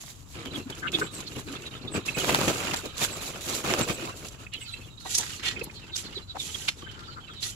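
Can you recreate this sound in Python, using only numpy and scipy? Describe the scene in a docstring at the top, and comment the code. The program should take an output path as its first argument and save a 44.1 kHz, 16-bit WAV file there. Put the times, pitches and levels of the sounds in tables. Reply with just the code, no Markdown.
"""A stiff feed bag rustles close to the microphone, scooping dry litter and tipping it into a woven sack;
then a steel shovel digs, empties and digs again. Lumps thud, husks crunch and dust hisses, all as
showers of tiny impacts; the blade rings where it meets grit. Around the low block-walled coop chicks
peep, hens cluck and a small bird tweets in short falling tones, over the rumble of the yard."""
import sys
import numpy as np
from scipy import signal
from scipy.fft import rfft, irfft
from scipy.io import wavfile

SR = 44100
rng = np.random.default_rng(int(sys.argv[2]) if len(sys.argv) > 2 else 0)


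def materialize(psi):
    """Save the field psi as 16-bit PCM at rate SR to the path in sys.argv[1].

    A 1-D psi becomes a single channel; in a 2-D psi each row is a channel.
    """
    bounded = np.clip(np.atleast_2d(psi).T, -1, 1)
    quanta = np.round(bounded * 32767).astype(np.int16)
    wavfile.write(sys.argv[1], SR, quanta)


N = 332934
T = np.arange(N) / SR

# spectra of soft lumps, fine dust and cracking crumbs: frequency_hz, level_db
LUMP_SPECTRUM = [(30, -15.5), (70, -4.5), (130, 4), (200, 1.5), (360, 3.5), (500, -3), (650, -11),
                 (820, -15.5), (1400, -24), (4000, -47.5)]
DUST_SPECTRUM = [(800, -16.5), (2200, -12), (3800, -1), (5200, -5.5), (7400, 0.5), (8800, -14.5),
                 (10200, -6.5), (13000, -16.5), (16000, -24.5)]
CRACK_SPECTRUM = [(200, -77), (600, 9), (1300, 3.5), (2600, 3.5), (5000, -5.5), (7400, -4.5), (8800, -15),
                  (10500, -10), (16000, -20)]


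def undb(db):
    """Decibels to gain."""
    return 10 ** (np.asarray(db) / 20)


def unit(x):
    """Scale to rms 1."""
    return x / np.sqrt(np.mean(x ** 2) + 1e-20)


def along(points, hz):
    """Read a (Hz, dB) table on a log-frequency axis."""
    f, db = np.transpose(points)
    return np.interp(np.log(hz + 1), np.log(f), db)


def colour(x, points, band=None):
    """Causal filter of the given colour; with a band, white noise of rms 1 leaves rms 1 in that band."""
    hz = np.fft.rfftfreq(4096, 1 / SR)
    gain = undb(along(points, hz))
    if band:
        gain = gain / np.sqrt(np.mean(gain ** 2 * (hz > band[0]) * (hz < band[1])))
    cepstrum = irfft(np.log(gain))
    cepstrum[1:len(hz) - 1] *= 2
    cepstrum[len(hz):] = 0
    response = irfft(np.exp(rfft(cepstrum)))
    return signal.oaconvolve(x, response[None], axes=1)[:, :N]


def add(track, start_s, sound):
    """Mix a sound into a track."""
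    i = max(int(start_s * SR), 0)
    track[..., i:i + sound.shape[-1]] += sound[..., :max(N - i, 0)]


def fade(t60):
    """Exponential decay down to -60 dB."""
    return 1000. ** (-np.arange(int(t60 * SR)) / (t60 * SR))


def scatter(x, t60):
    """A cloud of reflections, different at each microphone, that keeps the power."""
    tail = rng.standard_normal((SR, 2))[:len(fade(t60))].T * fade(t60)
    tail /= np.sqrt(np.sum(tail ** 2, axis=1, keepdims=True))
    return signal.oaconvolve(np.broadcast_to(x, (2, N)), tail, axes=1)[:, :N]


def shower(per_s, spread_db):
    """Tiny impacts at random moments: many weak, few strong."""
    hit = rng.random(N) < per_s / SR
    size = undb(spread_db * np.minimum(rng.exponential(size=N), 4.5))
    return unit(hit * size * rng.choice([-1, 1], N))


def yard(level_db=-48.5):
    """The open yard behind everything: a low rumble under faint hiss, slowly swelling."""
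    # outdoor background: frequency_hz, level_db
    spectrum = [(15, -62), (25, -2.5), (103, 13), (271, -4.5), (604, -28.5), (1280, -19), (2130, -29),
                (2850, -20.5), (4040, -32), (5570, -28.5), (7680, -17), (9020, -74), (10000, -27),
                (15000, -41.5)]
    noise = rng.standard_normal((3, N))
    swell_db = 0.24 * np.interp(T, np.linspace(0, T[-1], 24), rng.standard_normal(24))
    rumble = colour(noise[:1], [(150, -5), (600, 1.5), (2000, -59)])
    air = colour(noise[1:], [(40, 3), (150, -17.5), (600, 11.5), (2000, 0)])
    return unit(colour(rumble + air, spectrum)) * undb(level_db + swell_db)


def notes(table, pan_db, fall, waver, waver_hz, stretch, rasp, right_lag_s=0.00036):
    """Falling tones that swell, waver, rasp and fade. Rows: peak_s, pitch_hz, level_db, width_s."""
    out = np.zeros((2, N))
    t = np.arange(-SR // 14, SR // 14) / SR
    smooth = signal.butter(2, waver_hz, fs=SR, output="sos")
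    pan = unit(undb(np.array([[pan_db], [-pan_db]]) / 2))  # positive is left
    lag_s = np.array([[0], [right_lag_s]])
    for peak_s, hz, level_db, width_s in table:
        wobble, *flutter = unit(signal.sosfilt(smooth, rng.standard_normal((3, len(t)))))
        # the fall is steep at first and flattens out; no two notes bend alike
        curve = np.expm1(-np.maximum(t, -min(1.4 * width_s, 0.03)) / 0.03)
        bend = fall * rng.uniform(0.4, 1.4) * 0.024 * curve
        phase = 2 * np.pi * (np.cumsum(hz * (1 + bend + waver * wobble)) / SR - hz * lag_s)
        swell = signal.windows.tukey(len(t)) * np.exp(-np.abs(t / (width_s * stretch)) ** 2.77)
        note = swell * (1 + rasp * np.array(flutter)) * np.sin(phase)
        add(out, peak_s + t[0], undb(level_db) * pan * note)
    return out


def far_hens(count=45):
    """Hens further back grumble softly at random."""
    table = [(0.5 + 7 * when, 1200 + 350 * pitch, -59 + 9 * loud, 0.02)
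             for when, pitch, loud in rng.random((count, 3))]
    grumbles = notes(table, pan_db=-2, fall=0.597, waver=0.043, waver_hz=340, stretch=1, rasp=0.33)
    return scatter(grumbles, t60=0.071)


def far_chicks(count=260):
    """The brood peeps at random, back on the right and blurred by the walls."""
    table = [(0.35 + 7.2 * when, 2600 + 1650 * pitch, -56 + 13 * loud, 0.009 + 0.0072 * width)
             for when, pitch, loud, width in rng.random((count, 4))]
    brood = notes(table, pan_db=-7.5, fall=2.8, waver=0.029, waver_hz=710, stretch=1, rasp=0.57)
    return scatter(brood, t60=0.092)


def near_birds():
    """Chicks and a small bird to the right, hoarse hens near the middle, reflected by block walls."""
    # calls of chicks, hens and the small bird: peak_s, pitch_hz, level_db, width_s
    peeps = [(.469, 3060, -34.5, 0.015), (.515, 3950, -39, .007), (.553, 3400, -32, 0.014),
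             (.726, 3070, -32, 0.0046), (.88, 2827, -21, 0.0076), (.942, 2570, -32, 0.015),
             (.948, 3500, -17.5, .011), (1.273, 4230, -28, 0.0088), (1.361, 2870, -34.5, 0.012),
             (1.56, 3470, -30, 0.0066), (1.67, 3845, -34, 0.014), (1.667, 2800, -32.5, 0.0041),
             (1.769, 3520, -42, 0.018), (1.823, 4280, -39, .008), (1.881, 3600, -33, .006),
             (2.089, 2614, -17.5, 0.0055), (2.155, 2510, -32, .013), (2.21, 2960, -24.5, 0.021),
             (4.467, 2520, -31.5, 0.0025), (4.544, 2840, -24, 0.013), (4.55, 4030, -40, 0.018),
             (4.573, 3030, -37, 0.014), (4.619, 2860, -32, 0.012), (4.658, 2570, -42.5, 0.017),
             (4.684, 4100, -37.5, 0.029), (4.736, 4000, -36.5, 0.012), (4.741, 2700, -27.5, 0.0036),
             (5.335, 2870, -35.5, 0.021), (5.57, 2460, -28, 0.0091), (5.615, 2590, -26, 0.0035),
             (5.701, 2470, -35.5, 0.0052), (5.766, 4190, -39, 0.02), (5.902, 2790, -37.5, 0.007),
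             (5.94, 3700, -32.5, 0.016), (6.06, 4221, -35, 0.018), (6.131, 2880, -34, .007),
             (6.167, 3950, -32.5, 0.019), (6.18, 3520, -29, 0.0042), (6.306, 3893, -35.5, 0.02),
             (6.41, 3560, -30.5, 0.02), (6.497, 3060, -34, 0.0094), (6.55, 3290, -26.5, .006),
             (6.621, 3020, -34, 0.0064), (6.891, 3020, -40, 0.016), (6.93, 2920, -48, .016),
             (7.033, 3050, -47, .009), (7.097, 4490, -43.5, 0.031), (7.127, 3020, -45, 0.01),
             (7.312, 3670, -48, 0.012), (7.35, 3070, -46.5, 0.058), (7.385, 3760, -40.5, 0.02)]
    clucks = [(.839, 1547, -34.5, 0.017), (.864, 1430, -33, 0.017), (1.02, 1510, -21.5, 0.007),
              (1.06, 1466, -44, 0.0177), (4.09, 1015, -39, 0.026), (6.825, 1208, -41, 0.0033),
              (6.871, 1560, -41.5, 0.0085), (6.998, 1400, -51, 0.078), (7.091, 1344, -48, 0.018),
              (7.179, 1360, -43, 0.02), (7.298, 1390, -46.5, .014)]
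    tweets = [(1.04, 7670, -38.5, 0.034), (1.16, 7700, -36, 0.033), (1.946, 7780, -31, 0.023),
              (2.154, 7800, -32.5, 0.01), (3.136, 7720, -32.5, 0.018), (3.83, 7480, -25, 0.011),
              (3.944, 7800, -35, 0.018), (4.628, 7800, -37, 0.019), (4.733, 8040, -43, 0.014)]
    chicks = notes(peeps, pan_db=-7.5, fall=2.8, waver=0.022, waver_hz=625, stretch=0.85, rasp=0.043)
    # every peep carries a hoarse fringe around its tone
    fringe = notes(peeps, pan_db=-9, fall=3.6, waver=0.1253, waver_hz=907, stretch=1.38, rasp=0.1)
    hens = notes(clucks, pan_db=2, fall=1.24, waver=0.09, waver_hz=330, stretch=0.85, rasp=0.38)
    small_bird = notes(tweets, pan_db=-5, fall=2, waver=0.0225, waver_hz=397, stretch=1.1, rasp=0.23)
    flock = undb(-5) * chicks + undb(-12.5) * fringe + undb(-1) * hens + undb(-8) * small_bird
    return flock + undb(3) * scatter(flock, t60=0.038)


def bumps():
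    """Hollow bumps near the middle, each a brief low note of unsteady pitch."""
    # hollow resonances: peak_s, pitch_hz, level_db, width_s
    knocks = [(.465, 255.4, -30.5, 0.0054), (.565, 292.5, -35, 0.025), (.67, 266, -30.5, 0.0079),
              (.95, 363, -25.5, 0.0071), (.992, 322, -31.5, 0.018), (1.023, 412, -27, 0.0081),
              (1.5, 279.3, -36, 0.034), (2.852, 377, -33, 0.013), (4.04, 325.9, -29, 0.0084),
              (5.62, 413, -27, 0.005), (6.175, 390.5, -34, 0.0057)]
    return notes(knocks, pan_db=0.5, fall=1, waver=0.097, waver_hz=118, stretch=1.38, rasp=0.033)


def blow(rise_s, t60):
    """Force of a crumbly contact: it builds up, then dies away."""
    return np.r_[np.linspace(0, 1, int(rise_s * SR)) ** 2, fade(t60)]


def strokes(table, attack_s, t60, jerk_db=0, jerks_per_s=40):
    """Movements build up, hold and die away, roughened by jerk_db; one force for each level column."""
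    power = np.zeros((len(table[0]) - 2, N))
    for start_s, length_s, *levels_db in table:
        hold = np.ones(int(max(length_s - attack_s / 2, 0) * SR))
        shape = np.r_[np.linspace(0, 1, int(attack_s * SR)), hold, fade(t60)]
        add(power, start_s - attack_s / 2, np.outer(undb(levels_db), shape) ** 2)
    jerks = rng.standard_normal(int(T[-1] * jerks_per_s) + 2)
    return np.sqrt(power) * undb(jerk_db * np.interp(T * jerks_per_s, np.arange(len(jerks)), jerks))


def grains(force, per_s, spread_db, t60):
    """A shower of brittle grains, each a tiny burst of noise, different at each microphone."""
    impacts = shower(per_s, spread_db) * force
    decay = fade(t60) ** 2
    power = signal.oaconvolve(impacts ** 2, decay / np.sum(decay))[:N]
    return np.sqrt(np.abs(power)) * rng.standard_normal((2, N))


def chips(force, low_hz, high_hz, spread_db, count, t60=0.03):
    """Dry chips tick against each other while the force lasts, each ringing briefly at its own pitch."""
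    when, pitch, left, right, strength = rng.random((count, 5)).T
    decay = fade(t60)[:SR // 50]
    steps, moving = np.arange(len(decay)), np.flatnonzero(force)
    starts = moving[(when * len(moving)).astype(int)]
    samples = (starts[:, None] + steps).ravel()
    size = undb(spread_db * np.minimum(-np.log(1 - strength), 4))
    phase = np.outer(2 * np.pi / SR * (low_hz + (high_hz - low_hz) * pitch), steps)
    ticks = []
    for offset in (left, right):
        rings = np.outer(size, decay) * np.sin(phase + 2 * np.pi * offset[:, None])
        ticks.append(np.bincount(samples, rings.ravel(), N)[:N])
    # as much power per Hz as white noise under the same force
    share = (high_hz - low_hz) / (SR / 2) * len(moving) / N
    return unit(np.array(ticks)) * np.sqrt(share) * force


def lumps(force):
    """Soft lumps tumble; such long waves reach both microphones nearly alike."""
    thuds = shower(per_s=1500, spread_db=3) * force
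    diffuse = undb(-20.5) * force * rng.standard_normal((2, N))
    return colour(thuds + diffuse, LUMP_SPECTRUM, band=(90, 650))


def crinkles():
    """A crease in the woven plastic snaps over: one sharp tick, then a quick run of smaller ones."""
    # the stiff bag creasing: start_s, snap_db, run_db
    creases = [(0.0603, -39, -47), (0.699, -37, -37), (0.749, -37, -43), (0.919, -23, -39),
               (0.9948, -32, -31), (1.204, -28, -36.5), (1.395, -38, -56), (1.5244, -37, -41),
               (1.619, -35, -41.5), (1.663, -39, -41), (2.6179, -41, -44), (2.7297, -34, -52),
               (2.7794, -33, -49), (2.855, -33, -34), (2.9807, -17, -45), (4.051, -36, -36),
               (4.2827, -36, -39.5), (4.535, -42, -42)]
    first, run = np.zeros((2, N))
    for start_s, snap_db, run_db in creases:
        add(first, start_s, undb(snap_db) * fade(t60=0.014))
        add(run, start_s, undb(run_db) * blow(rise_s=0.0022, t60=0.044))
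    snap = colour(first * rng.standard_normal((2, N)), DUST_SPECTRUM, band=(3000, 14000))
    ticks = grains(run, per_s=3700, spread_db=-8, t60=0.0062)
    return undb(-10) * snap + undb(-1.5) * colour(ticks, DUST_SPECTRUM, band=(4500, 12000))


def clods(rise_s=0.014):
    """Each clod thumps and bursts into crumbs."""
    # clods landing and the bag slapping: time_s, thump_db, crack_db
    landings = [(.383, -30, -64), (0.451, -50, -39), (.554, -38, -53.5), (0.695, -31, -38.5),
                (0.982, -30, -36.5), (1.356, -27, -45), (1.944, -22.5, -41), (1.965, -31, -68),
                (2.171, -25, -33.5), (2.237, -47, -29.5), (2.286, -23.5, -22), (2.339, -29, -20),
                (2.405, -23.5, -26), (2.475, -15, -20.5), (2.624, -51, -30.5), (2.693, -34, -56),
                (2.723, -26, -44), (2.733, -47, -27), (3.005, -52, -31), (3.644, -34, -37),
                (3.698, -44, -25), (3.732, -28, -26.5), (3.803, -14.5, -26), (3.896, -24, -34),
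                (6.546, -46, -46), (6.824, -37, -54)]
    thump, burst = np.zeros((2, N))
    for time_s, thump_db, crack_db in landings:
        add(thump, time_s - rise_s / 2, undb(thump_db) * blow(rise_s, t60=0.063))
        add(burst, time_s - rise_s / 2, undb(crack_db) * blow(rise_s, t60=0.081))
    body = shower(per_s=3200, spread_db=5.5) * thump
    crumbs = grains(burst, per_s=1400, spread_db=3.5, t60=0.0031)
    return (undb(-5) * colour(body[None], LUMP_SPECTRUM, band=(90, 650))
            + undb(-3.5) * colour(crumbs, CRACK_SPECTRUM, band=(900, 2200)))


def blade(push):
    """The steel blade rings in its modes."""
    # shovel blade modes: pitch_hz, level_db, t60_s
    modes = [(804, -3, 0.047), (1090, -19.5, 0.08), (1920, 5, 0.093), (2370, -15.5, 0.14),
             (2840, -10.5, 0.022), (3530, 5, 0.074), (4260, 3, 0.087), (5150, 4, 0.18), (5990, 9, 0.082),
             (6071, 2.5, 0.17), (6800, -18, 0.2), (7300, 5, 0.22), (7730, 0, 0.16), (9900, 10, 0.069),
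             (11600, -10, 0.078)]
    t = T[:SR // 2]
    ring = sum(undb(db) * np.sin(2 * np.pi * hz * t) * 1000 ** (-t / t60) / np.sqrt(t60)
               for hz, db, t60 in modes)
    return signal.oaconvolve(push, ring[None] / np.sqrt(np.sum(ring ** 2)), axes=1)[:, :N]


def stones(width=0.2, rise_s=0.016):
    """The blade catches and judders in a short harsh rasp; bare steel rings on, buried steel does not."""
    # blade meeting ground and stones: time_s, level_db, centre_hz, t60_s, ring_db
    strikes = [(5.053, -36.5, 880, 0.1, -6), (5.058, -46, 1800, 0.057, -6), (5.146, -16.5, 6250, 0.03, -6),
               (5.178, -15, 8050, 0.034, -12), (5.189, -39.5, 910, 0.2, -4),
               (5.428, -31.5, 2660, 0.19, -14), (5.45, -26, 2800, 0.19, -0.5),
               (5.48, -23, 3200, 0.046, -27), (5.637, -29.5, 11400, 0.036, -28),
               (5.958, -26, 5410, 0.048, -14), (6.351, -36.5, 800, 0.04, -3), (6.364, -33, 815, 0.029, -26),
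               (6.682, -16, 2900, 0.033, -15.5), (7.424, -27.5, 4050, 0.1, -5.5)]
    rasp, push = np.zeros((2, 2, N))
    for time_s, level_db, centre_hz, t60, ring_db in strikes:
        edges_hz = [centre_hz / (1 + width), centre_hz * (1 + width)]
        bandpass = signal.butter(1, edges_hz, "band", fs=SR, output="sos")
        judder = unit(signal.sosfilt(bandpass, rng.standard_normal((2, SR // 4))))
        shape = blow(rise_s, t60)[:SR // 4]
        contact = undb(level_db) * judder[:, :len(shape)] * shape
        add(rasp, time_s - 0.59 * rise_s, contact)
        add(push, time_s - 0.34 * rise_s, undb(ring_db) * contact)
    spectrum = [(300, 5.5), (1000, 0.5), (7500, -1.5), (8800, -9), (10500, -1.5), (16000, -14.5)]
    return colour(rasp + undb(-0.5) * blade(push), spectrum)


def shovel():
    """Grit grinds and slides along the blade; the loaded steel rings faintly, its dish sounds hollow."""
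    # the blade pushes through the heap: start_s, length_s, soil_db, grit_db
    digs = [(5.05, 0.096, -44.5, -65), (5.17, 0.058, -38.5, -47), (5.225, 0.22, -47, -51.5),
            (5.43, 0.099, -41.5, -43.5), (5.53, 0.15, -39, -53), (5.7, .22, -47, -62.5),
            (5.96, 0.047, -45.5, -50), (6.03, 0.095, -41, -48.5), (6.16, 0.039, -43.5, -49.5),
            (6.35, 0.011, -38, -64), (6.4, 0.3, -44.5, -55.5), (6.76, 0.22, -48, -57.5),
            (6.97, 0.39, -48.5, -60.5), (7.41, .11, -49, -57)]
    # litter slides along the steel: start_s, length_s, hiss_db
    slides = [(5.055, 0.021, -45.5), (5.092, 0.12, -38), (5.22, 0.14, -46), (5.435, 0.054, -47),
              (5.53, .02, -64), (5.73, 0.0062, -57), (5.958, 0.038, -39.5), (6.04, 0.13, -63),
              (6.39, 0.089, -43), (6.5, 0.19, -46.5), (6.77, 0.028, -57), (7.415, 0.082, -40.5)]
    # grinding grit, sliding litter and the loaded dish: frequency_hz, level_db
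    grit_spectrum = [(300, -31), (850, -7), (1300, 11), (2000, 8), (2500, 7), (3400, 6), (4500, 6.5),
                     (8000, -6), (16000, -21)]
    slide_spectrum = [(1000, -68), (2300, -6), (3400, -1), (5200, -5), (7400, 2.5), (8800, -12),
                      (10200, -6), (13000, -13), (16000, -30)]
    dish_spectrum = [(400, -32), (700, -15), (830, -3), (1000, -7), (1500, -24), (4000, -53)]
    soil, grind = strokes(digs, attack_s=0.027, t60=0.12)
    slide, = strokes(slides, attack_s=0.032, t60=0.17)
    grit = undb(-4.5) * grains(grind, per_s=390, spread_db=6.5, t60=0.079)
    grit += undb(-9.5) * chips(grind, low_hz=663, high_hz=5250, spread_db=1, count=1200)
    rub = undb(1) * grains(slide, per_s=1300, spread_db=0, t60=0.019)
    rub += undb(-5.5) * chips(slide, low_hz=1945, high_hz=14950, spread_db=0.4, count=2800, t60=0.018)
    steel = blade(grains(slide, per_s=220, spread_db=4, t60=0.004))
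    dish = grains(soil, per_s=110, spread_db=0.5, t60=0.039)
    return (undb(-6.5) * lumps(soil) + undb(-4.5) * steel
            + colour(grit, grit_spectrum, band=(1700, 2250))
            + colour(rub, slide_spectrum, band=(4900, 8000))
            + undb(-16.5) * colour(dish, dish_spectrum, band=(700, 1000)))


def sack():
    """Litter is shoved onto the bag, slides off and drops into the hollow sack; woven plastic rustles."""
    # litter shoved over the ground, and poured into the sack: start_s, length_s, lumps_db, husks_db
    shoves = [(.34, 0.084, -39, -45), (.46, 0.073, -38.5, -52.5), (.53, 0.052, -33, -45.5),
              (.66, 0.098, -46, -51.5), (.755, 0.03, -39, -49), (.82, 0.079, -37.5, -51.5),
              (.92, 0.12, -36.5, -47), (1.11, 0.222, -42.5, -53.5), (1.35, 0.042, -37, -47),
              (1.47, 0.083, -37.5, -44.5), (1.58, 0.089, -43.5, -52), (1.71, 0.046, -39.5, -46.5),
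              (1.81, 0.12, -38.5, -53.5), (1.94, 0.029, -27, -38.5), (2.055, 0.048, -36, -41),
              (4.55, 0.043, -46.5, -79), (4.755, 0.02, -40.5, -52), (4.855, 0.012, -47, -61)]
    pours = [(2.165, 0.13, -28.5, -36.5), (2.28, 0.23, -26.5, -35.5), (2.51, 0.17, -36, -40),
             (2.64, .13, -36.5, -38.5), (2.84, 0.0088, -33, -44.5), (2.89, 0.089, -52, -51.5),
             (2.99, 0.071, -34, -38.5), (3.07, 0.26, -40, -46), (3.35, 0.046, -39, -45),
             (3.455, .15, -36, -45), (3.64, .11, -27, -35), (3.78, 0.013, -21.5, -28),
             (3.875, 0.037, -26, -35.5), (3.96, 0.14, -38, -44), (4.14, 0.11, -41, -52.5),
             (4.31, 0.12, -47.5, -52)]
    # woven plastic slides over itself: start_s, length_s, hiss_db
    rustles = [(0, 0.1, -51), (.15, 0.18, -60), (.55, 0.04, -52.5), (.775, 0.01, -53.5),
               (.925, 0.082, -46.5), (1.11, 0.1, -55), (1.27, 0.18, -55), (1.51, 0.016, -58),
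               (1.6, 0.11, -62.5), (2.055, .06, -45), (2.18, 0.42, -43.5), (2.76, 0.0083, -43),
               (2.97, 0.022, -41), (2.992, .045, -35.5), (3.08, 0.17, -50), (3.21, 0.078, -40.5),
               (3.41, 0.11, -39.5), (3.48, 0.091, -38), (3.88, 0.024, -44), (4.15, 0.12, -52.5),
               (4.55, 0.26, -60.5), (4.77, 0.099, -63), (5.0, 0.012, -54)]
    # husks, the sack's hollow body and the sheen of its weave: frequency_hz, level_db
    husk_spectrum = [(300, -30.5), (650, 3.5), (900, 5), (1300, 9), (1900, 1.5), (2600, 8.5), (3600, -3),
                     (5000, -7.5), (9000, -32), (16000, -49)]
    hollow_spectrum = [(200, -22), (380, -5.5), (520, -2), (660, -6.5), (850, -15), (2000, -31)]
    weave_spectrum = [(1000, -26), (2000, 3), (4000, -14), (7400, 0), (8800, -6), (10200, 0.5), (13000, 2),
                      (16000, -15)]
    shove, scuff = strokes(shoves, attack_s=0.017, t60=0.22, jerk_db=2.5)
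    pour, spill = strokes(pours, attack_s=0.022, t60=0.24, jerk_db=2.5)
    rustle, = strokes(rustles, attack_s=0.0099, t60=0.23, jerk_db=3.8)
    tumble = np.hypot(shove, undb(-2) * pour)
    crunch = np.hypot(scuff, spill)
    shed = undb(-7.5) * np.hypot(spill, undb(-4) * scuff)  # crunching husks shed fine dust
    hiss = np.hypot(undb(-0.5) * rustle, shed)
    husks = undb(-4.5) * grains(crunch, per_s=580, spread_db=3.5, t60=0.03)
    husks += undb(-3.5) * chips(crunch, low_hz=413, high_hz=5017, spread_db=0.5, count=3200)
    dust = undb(-0.5) * grains(hiss, per_s=2400, spread_db=3, t60=0.026)
    dust += undb(-5) * chips(hiss, low_hz=2130, high_hz=15470, spread_db=2, count=4500)
    crackle = grains(hiss, per_s=160, spread_db=2, t60=0.0027)
    patter = shower(per_s=900, spread_db=4) * pour
    weave = grains(rustle, per_s=510, spread_db=-1.5, t60=0.0072)
    return (undb(-4.5) * lumps(tumble)
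            + colour(husks, husk_spectrum, band=(750, 2100))
            + colour(dust, DUST_SPECTRUM, band=(4900, 7200))
            + undb(-15) * colour(crackle, CRACK_SPECTRUM, band=(4900, 7200))
            + undb(-11.5) * colour(patter[None], hollow_spectrum, band=(400, 750))
            + undb(-6) * colour(weave, weave_spectrum, band=(9500, 14000)))


def scene():
    """Bag and shovel up close, birds around them, the yard behind; the coop adds a short tail."""
    # how the ground sounds reach the two microphones: frequency_hz, left_minus_right_db
    balance = [(60, 6.5), (120, 6.5), (380, 0.5), (700, -1.5), (1300, 0.5), (2400, -5.5), (4400, -7),
               (8000, -5), (10500, 4.5), (15000, -3.5)]
    ground = sack() + shovel() + clods() + crinkles() + stones() + yard()
    left = colour(ground[:1], [(hz, db / 2) for hz, db in balance])
    right = colour(ground[1:], [(hz, -db / 2) for hz, db in balance])
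    mix = np.vstack([left, right]) + undb(-2) * bumps() + near_birds() + far_chicks() + far_hens()
    return mix + undb(-26.5) * scatter(mix, t60=0.56)


def record(dry, top_hz=15600):
    """The phone cuts the highest treble."""
    return signal.sosfilt(signal.ellip(8, 0.2, 70, top_hz, fs=SR, output="sos"), dry)


dry = scene()
out = record(dry)
materialize(out)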